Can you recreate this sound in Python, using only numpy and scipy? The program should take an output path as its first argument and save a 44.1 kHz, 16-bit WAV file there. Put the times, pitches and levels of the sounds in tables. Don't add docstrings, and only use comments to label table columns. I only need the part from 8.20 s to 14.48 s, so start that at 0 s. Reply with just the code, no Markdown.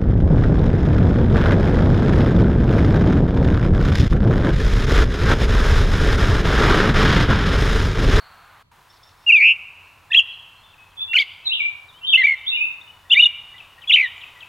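import sys
import numpy as np
from scipy import signal
from scipy.fft import rfft, irfft
from scipy.io import wavfile
from scipy.ndimage import uniform_filter1d, minimum_filter1d

SR = 44100
rng = np.random.default_rng(int(sys.argv[2]) if len(sys.argv) > 2 else 0)


def master(y):
    cut = np.clip(np.atleast_2d(y).T, -1, 1)
    pcm = np.round(cut * 32767)
    wavfile.write(sys.argv[1], SR, pcm.astype(np.int16))


N = 276948
TIME = np.arange(N) / SR
FREQS = np.fft.rfftfreq(N, 1 / SR)


def undb(db):
    return 10 ** (np.asarray(db) / 20)


def curve(rows):
    return np.interp(TIME, *np.transpose(rows))


def colour(points):
    hz, db = np.transpose(points)
    return undb(np.interp(np.log(FREQS + 1), np.log(hz), db))


def noise(gain):
    y = irfft(rfft(rng.standard_normal(N)) * gain, N)
    return y / y.std()


def flutter(hz):
    return noise(np.exp(-(FREQS / hz) ** 2))


def narrow_band(hz, width_hz):
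    return noise(np.exp(-((FREQS - hz) / width_hz) ** 2))


def delay(x, seconds):
    return np.interp(TIME - seconds, TIME, x, left=0)


def highpass(x, hz):
    return signal.sosfilt(signal.butter(4, hz, "high", fs=SR, output="sos"), x)


def garden_reverb(x, t60_s, early_db, early_s):
    t = TIME[:SR * 3 // 2]
    decay = undb(-60 * t / t60_s) + undb(early_db) * np.exp(-t / early_s)
    onset = np.clip(t / 0.0045 - .5, 0, 1)
    response = rng.standard_normal(len(t)) * decay * onset
    return signal.fftconvolve(x, response / np.linalg.norm(response))[:N]


def arcs(rows, arch_db):
    u = np.linspace(-1, 1, 21)
    notes = []
    for start_s, length_s, start_hz, middle_hz, end_hz, level_db, swell_db in rows:
        times = start_s + length_s * (u + 1) / 2
        bow_hz = (start_hz + end_hz) / 2 - middle_hz
        pitch_hz = middle_hz + (end_hz - start_hz) / 2 * u + bow_hz * u ** 2
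        breath_db = level_db + swell_db * u / 2 - arch_db * u ** 2
        notes.append(np.column_stack([times, pitch_hz, breath_db]))
    return notes


def glides(rows):
    straight = [(s, length, start, (start + end) / 2, end, db, 0) for s, length, start, end, db in rows]
    return arcs(straight, arch_db=2)


def arches(rows):
    return [[(s, .97 * hz, db - 4), (s + length / 2, hz, db), (s + length, .98 * hz, db - 5)]
            for s, length, hz, db in rows]


def syrinx(notes, edge_s, bend_hz):
    envelope = np.zeros(N)
    for note in notes:
        s, _, db = np.transpose(note)
        on = slice(*np.searchsorted(TIME, [s[0] - edge_s, s[-1] + edge_s]))
        gate = np.clip(np.minimum(TIME[on] - s[0], s[-1] - TIME[on]) / edge_s + .5, 0, 1)
        envelope[on] += np.sin(gate * np.pi / 2) ** 2 * undb(np.interp(TIME[on], s, db))
    pitch_hz = curve(np.concatenate(notes)[:, :2])
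    pitch_hz, envelope = uniform_filter1d(uniform_filter1d([pitch_hz, envelope], size=55), size=55)
    return 2 * np.pi * np.cumsum(pitch_hz + bend_hz) / SR, envelope


def sing(notes, edge_s, bend_hz, overtone_db=None):
    # freq_hz, gain_db
    beak = [(3000, -15.5), (3700, -12.5), (4200, -31.5), (4900, -44), (6500, -50), (7600, -60), (8700, -76),
            (10500, -45), (13000, -56), (14500, -51), (15600, -59.5)]
    voice = 0
    for part in (notes[::2], notes[1::2]):
        phase, envelope = syrinx(part, edge_s, bend_hz)
        voice = voice + envelope * np.sin(phase)
        if overtone_db is not None:
            overtones = envelope * sum(np.sin(k * phase) * 2 / k for k in range(2, 6))
            overtones *= undb(overtone_db + 3 * flutter(150))
            voice = voice + irfft(rfft(overtones) * colour(beak), N)
    return voice


def outdoor_air():
    # freq_hz, level_db
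    air_spectrum = [(20, -12.5), (35, -2.5), (70, -5), (100, -2.5), (135, -4.5), (190, -13), (300, -15),
                    (600, -11.5), (1000, -2.5), (2000, -12), (3700, -17), (5400, -23), (8000, -25),
                    (15500, -27.5)]
    # freq_hz, side_minus_mid_db
    air_width = [(30, -24.5), (120, -13.5), (250, -7), (500, -8.5), (1000, -18.5), (4000, -10),
                 (12000, -25)]
    # time_s, gain_db
    hiss_ride = [(.425, -4), (.433, -18), (.511, -17), (.517, -1), (2.7, -1.5), (4.5, -0.5), (5.6, 0.5),
                 (6.28, 1.5)]
    # pitch_hz, width_hz, level_db
    drones = [(91.5, 8.4, -66.5), (975, 14, -68.5)]
    air_gain = undb(-53)
    mid_eq = colour(air_spectrum)
    side_eq = mid_eq * colour(air_width)
    mid = air_gain * noise(mid_eq)
    side = air_gain * noise(side_eq) * np.linalg.norm(side_eq) / np.linalg.norm(mid_eq)
    mid += sum(undb(db) * narrow_band(hz, width) for hz, width, db in drones)
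    rumble = irfft(rfft(mid) / (1 + (FREQS / 260) ** 4), N)
    hiss = (mid - rumble) * undb(curve(hiss_ride) + 0.23 * flutter(6.5))
    return rumble + hiss + np.outer([1, -1], side)


def opening_rush():
    # freq_hz, level_db
    rush_spectrum = [(400, -22), (750, -6.5), (1300, -0.5), (2000, -11), (3000, -15), (4500, -20),
                     (5000, -31)]
    # time_s, level_db
    rush_envelope = [(0, -49), (.425, -51), (.433, -100)]
    # pitch_hz, width_hz, level_db, t60_s
    ring_band = (4330, 290, -53, 1.05)
    pitch_hz, width_hz, level_db, t60_s = ring_band
    rush = noise(colour(rush_spectrum)) * undb(curve(rush_envelope))
    ring = narrow_band(pitch_hz, width_hz) * undb(level_db - 60 * TIME / t60_s)
    return rush + ring


def nasal_calls():
    # start_s, length_s, fundamental_hz, level_db
    calls = [(0.693, 0.081, 1833, -48.5), (0.831, 0.083, 1830, -50), (0.972, 0.091, 1834, -55.5)]
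    phase, envelope = syrinx(arches(calls), edge_s=.012, bend_hz=35 * flutter(250))
    tone = (undb(-3) * np.sin(2 * phase) + np.sin(3 * phase)) * undb(5 * flutter(60) - 2)
    ticks = narrow_band(4400, 1900) * undb(5 * flutter(160) - 8)
    voice = envelope * (tone + ticks)
    return undb(-6) * voice + undb(-14) * garden_reverb(voice, t60_s=.5, early_db=3, early_s=.03)


def distant_birds():
    # start_s, length_s, start_hz, end_hz, level_db
    whistle_notes = [ (.773, .007, 5200, 3530, -55), (.913, .007, 4730, 3580, -58),
                     (2.435, 0.058, 3590, 3450, -49.5), (2.58, 0.072, 2540, 2597, -47),
                     (2.80, 0.037, 2532, 2690, -47), (3.22, 0.044, 2610, 2595, -48),
                     (3.685, 0.028, 3870, 3430, -46), (3.74, 0.054, 2910, 3253, -48),
                     (4.18, 0.018, 3740, 3490, -42), (4.235, .03, 3016, 3100, -42.5),
                     (4.612, 0.01, 3540, 3710, -38.5), (4.675, 0.036, 2910, 2970, -41),
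                     (4.852, 0.017, 1899, 1930, -51.5), (5.34, 0.021, 1920, 2028, -44),
                     (5.58, 0.017, 1860, 1940, -44.5), (6.16, 0.021, 1930, 1970, -45.5), ]
    # start_s, length_s, pitch_hz, level_db
    peep_notes = [(1.62, 0.072, 4200, -58), (2.12, 0.029, 4140, -45), (2.37, 0.045, 4220, -49),
                  (5.968, 0.026, 7090, -50.5), (6.035, 0.017, 7140, -54), (6.16, 0.03087, 7180, -61.5),
                  (6.235, 0.013, 7260, -59)]
    # start_s, level_db
    slur_cues = [(2.515, -61.5), (2.715, -64), (5.379, -47), (5.616, -48), (6.012, -44), (6.204, -45.5)]
    # offset_s, pitch_hz, gain_db
    slur_shape = [(0, 4100, -8), (.005, 3270, 6.5), (0.016, 2850, 1), (0.032, 2486, 12)]
    slur_notes = [np.array(slur_shape) + (start_s, 0, level_db) for start_s, level_db in slur_cues]
    whistles = sing(glides(whistle_notes), edge_s=0.0041, bend_hz=18 * flutter(100))
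    peeps = sing(arches(peep_notes), edge_s=.006, bend_hz=60 * flutter(200))
    slurs = sing(slur_notes, edge_s=0.0023, bend_hz=50 * flutter(300))
    voices = undb(-0.5) * whistles + undb(2.5) * slurs + undb(-11) * peeps
    echo = garden_reverb(voices, t60_s=1.1, early_db=-1, early_s=.05)
    return np.outer(undb([2, -2.2]), voices + undb(-3.5) * echo)


def answering_bird():
    # start_s, length_s, start_hz, middle_hz, end_hz, level_db, swell_db
    reply = [ (2.773, .045, 3530, 3470, 3557, -29, 18), (2.828, .030, 3534, 3440, 3445, -36, -4),
             (2.880, .046, 2700, 2745, 2736, -29.5, 18.5), (3.252, 0.012, 3980, 4030, 3950, -30.5, 10.5),
             (3.268, 0.02, 3850, 3707, 3578, -20.5, -8), (3.297, .044, 2683, 2720, 3600, -23.5, 13),
             (3.342, .014, 3670, 3150, 2870, -24, 8), (3.358, .038, 2880, 2780, 2720, -29, 6),
             (3.394, .020, 2613, 2352, 2290, -21.5, 4.5), (3.418, 0.051, 2260, 2324, 2400, -23.5, 9),
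             (3.812, .026, 2742, 2740, 2750, -41.5, 12.5), (3.838, .028, 2940, 3150, 3113, -26, -5.5),
             (3.869, .034, 3670, 3520, 3114, -18.5, 9.5), (3.912, 0.027, 3557, 3350, 2700, -21.5, 4),
             (3.950, .040, 2760, 2750, 2960, -23, 3), (4.268, 0.028, 3330, 3550, 3720, -20, 1),
             (4.312, .052, 2720, 2720, 2950, -22, 3.5), (4.368, 0.091, 2398, 2520, 2690, -22, 5), ]
    voice = sing(arcs(reply, arch_db=0), edge_s=0.02, bend_hz=35 * flutter(160))
    voice *= undb(2 * flutter(64))
    direct = np.array([delay(voice, 0.000097), voice])
    mid = undb(-4.5) * garden_reverb(voice, t60_s=0.36, early_db=3, early_s=0.087)
    side = undb(1) * garden_reverb(voice, t60_s=0.64, early_db=15, early_s=0.036)
    return undb(1.5) * direct + np.array([mid + side, mid - side])


def trill_bend_hz():
    start_s, end_s, attack_s = 1.198, 1.335, .025
    rate_hz, swing_hz = 185, 180
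    depth = np.clip((TIME - start_s) / attack_s, 0, 1) * (TIME < end_s)
    swing = np.sin(2 * np.pi * rate_hz * (TIME - start_s) + .35 * flutter(40))
    return swing_hz * depth * (undb(1.5 * flutter(90)) * swing + .12 * flutter(250))


def warbles(overtone_db):
    # start_s, spacing_s, first_hz, last_hz, first_sweep_hz, last_sweep_hz, level_db, fade_db
    runs = [ (4.066, 0.013, 2195, 2128, 280, 40, -8.5, -2),
            (5.754, .0135, 2551, 2306, -1200, -600, -7, -0.5), ]
    sweeps_per_run, duty = 5, 0.95
    sweeps = []
    for start_s, spacing_s, first_hz, last_hz, first_sweep, last_sweep, db, fade_db in runs:
        first, last = (first_hz, first_sweep, db), (last_hz, last_sweep, db + fade_db)
        for k, (hz, sweep_hz, level_db) in enumerate(np.linspace(first, last, sweeps_per_run)):
            pitches = hz - sweep_hz / 2, hz, hz + sweep_hz / 2
            sweeps.append((start_s + k * spacing_s, duty * spacing_s, *pitches, level_db, 0))
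    notes = arcs(sweeps, arch_db=9.5)
    return sing(notes, edge_s=0.009, bend_hz=30 * flutter(330), overtone_db=overtone_db)


def glassy_shimmer(voice):
    carriers = sum(undb(db) * np.cos(2 * np.pi * hz * TIME)
                   for hz, db in [(4000, -43), (8000, -52), (12000, -72.5)])
    return highpass(voice * carriers * undb(4.2 * flutter(40)), hz=4930)


def breath_rasp(voice):
    gusts = undb(2.5 * flutter(90))
    eq = colour([(300, -10), (1500, 9), (4000, 5), (7000, 0), (8500, -39), (11000, -18), (15000, -15.5)])
    return undb(-45) * np.abs(voice) * gusts * noise(eq)


def robin():
    # start_s, length_s, start_hz, middle_hz, end_hz, level_db, swell_db
    song = [ (1.066, .048, 2786, 2757, 2290, -6.5, 13), (1.121, .081, 2865, 2451, 2210, -6, -10.5),
            (1.201, .127, 2230, 2610, 2730, -6, 0), (1.904, 0.017, 1730, 1789, 2000, -28, 12),
            (1.919, .008, 2750, 2603, 2799, -11.5, -6), (1.932, .014, 1750, 1791, 2056, -25.5, 32.5),
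            (1.947, 0.0065, 2500, 2780, 2550, 4.5, 0), (1.953, 0.046, 2500, 3328, 2611, -5.5, 11.5),
            (2.002, 0.0089, 2700, 2760, 2840, -11, -14), (2.930, 0.0075, 1650, 1922, 2529, -22, 30.5),
            (2.941, 0.0055, 2706, 2820, 2855, -7.5, -3), (2.952, 0.01263, 2884, 2933, 3040, -7, 0.5),
            (2.964, 0.024, 2700, 2175, 2023, -10.5, -16.5), (2.983, 0.0087, 3080, 3120, 3676, -5, 4.5),
            (2.996, 0.037, 2300, 2224, 2080, -14, -14.5), (3.928, .027, 3194, 2642, 2838, -4, 6.5),
            (3.955, 0.011, 2900, 2957, 2636, -2.5, -7.5), (3.976, 0.05, 2040, 2095, 1892, -9.5, -2),
            (4.028, 0.0088, 1720, 1900, 2288, -15, 13.5), (4.037, 0.025, 2220, 2302, 2386, -6.5, 0.5),
            (4.136, 0.012, 2100, 2073, 2044, -15.5, -5.5), (4.906, 0.019, 2760, 2832, 3450, -6.5, 13.5),
            (4.925, 0.017, 3100, 2907, 2868, -3.5, 3.5), (4.941, .008, 2700, 2200, 1980, -17.5, -8.5),
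            (4.949, 0.019, 1930, 1991, 2200, -17.5, 20.5), (4.969, .024, 2250, 2368, 2440, -5.5, -1),
            (4.993, 0.021, 2600, 2840, 2880, -2, -3), (5.022, .022, 2880, 2914, 2830, -3.5, 2),
            (5.056, .017, 2830, 2860, 2850, -4.2, 0), (5.697, .019, 2800, 2784, 2060, -6.5, -1.5),
            (5.718, 0.021, 2900, 3510, 3923, -8, -4.5), (5.736, 0.021, 2735, 3015, 3133, -2, -9),
            (5.824, .044, 2080, 1974, 1817, -16.5, -9.5), ]
    side_tones = [ (1.159, 0.018, 3150, 3680, 3050, -25, 0), (1.932, 0.016, 3260, 3300, 4230, -14, -14.5),
                  (2.941, 0.027, 1480, 1500, 1570, -28.5, -6), (2.967, 0.015, 4490, 4300, 4070, -25.5, 12),
                  (2.993, .016, 4730, 4684, 5010, -24, -5), (3.009, 0.016, 4700, 3630, 2704, -21.5, 16),
                  (4.030, 0.04, 3820, 3680, 3470, -32.5, -2.5), (4.899, 0.012, 3398, 3590, 3557, -20, 2),
                  (4.940, 0.023, 3462, 3640, 3500, -16.5, -5), (4.968, 0.032, 3630, 3770, 3560, -21.5, 4.5),
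                  (5.004, 0.019, 3508, 3740, 3384, -17, 13), (5.037, 0.025, 3576, 3660, 3395, -12.5, -1),
                  (5.675, 0.022, 3290, 3430, 3220, -17.5, 8.5), ]
    # time_s, gain_db
    brightness = [(1.2, 0.5), (1.95, 3.5), (2.97, 10), (4.05, -0.5), (5, 1), (5.75, 2.5)]
    brightness_db = curve(brightness)
    trill_hz = trill_bend_hz()
    main = sing(arcs(song, arch_db=3.5), edge_s=0.0086,
                bend_hz=trill_hz + 12 * flutter(390), overtone_db=brightness_db - 1)
    main *= undb(-.007 * trill_hz)
    main += warbles(overtone_db=brightness_db - 1.5)
    second = sing(arcs(side_tones, arch_db=3.5), edge_s=0.0015,
                  bend_hz=35 * flutter(430), overtone_db=brightness_db + 10)
    voice = (undb(-0.55) * main + undb(-2) * second) * undb(0.15 * flutter(420))
    sum_tone = undb(-25) * highpass(main * second, hz=5800)
    texture = undb(brightness_db) * (glassy_shimmer(voice) + breath_rasp(voice))
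    echo = garden_reverb(voice, t60_s=1.246, early_db=26, early_s=0.012)
    slapback = delay(garden_reverb(voice, t60_s=0.51, early_db=1.5, early_s=0.06), seconds=.11)
    return voice + sum_tone + texture + undb(-11) * (echo + undb(-17.5) * slapback)


def scene():
    return robin() + answering_bird() + distant_birds() + nasal_calls() + outdoor_air() + opening_rush()


def record(dry):
    ceiling_db, top_hz = -1.8, 15800
    peak = np.abs(dry).max(axis=0)
    needed_gain = undb(ceiling_db) / np.maximum(peak, undb(ceiling_db))
    held_gain = minimum_filter1d(needed_gain, size=129)
    gain = uniform_filter1d(uniform_filter1d(held_gain, size=65), size=65)
    return signal.sosfilt(signal.ellip(8, .2, 70, top_hz, fs=SR, output="sos"), dry * gain)


dry = scene()
out = record(dry)
master(out)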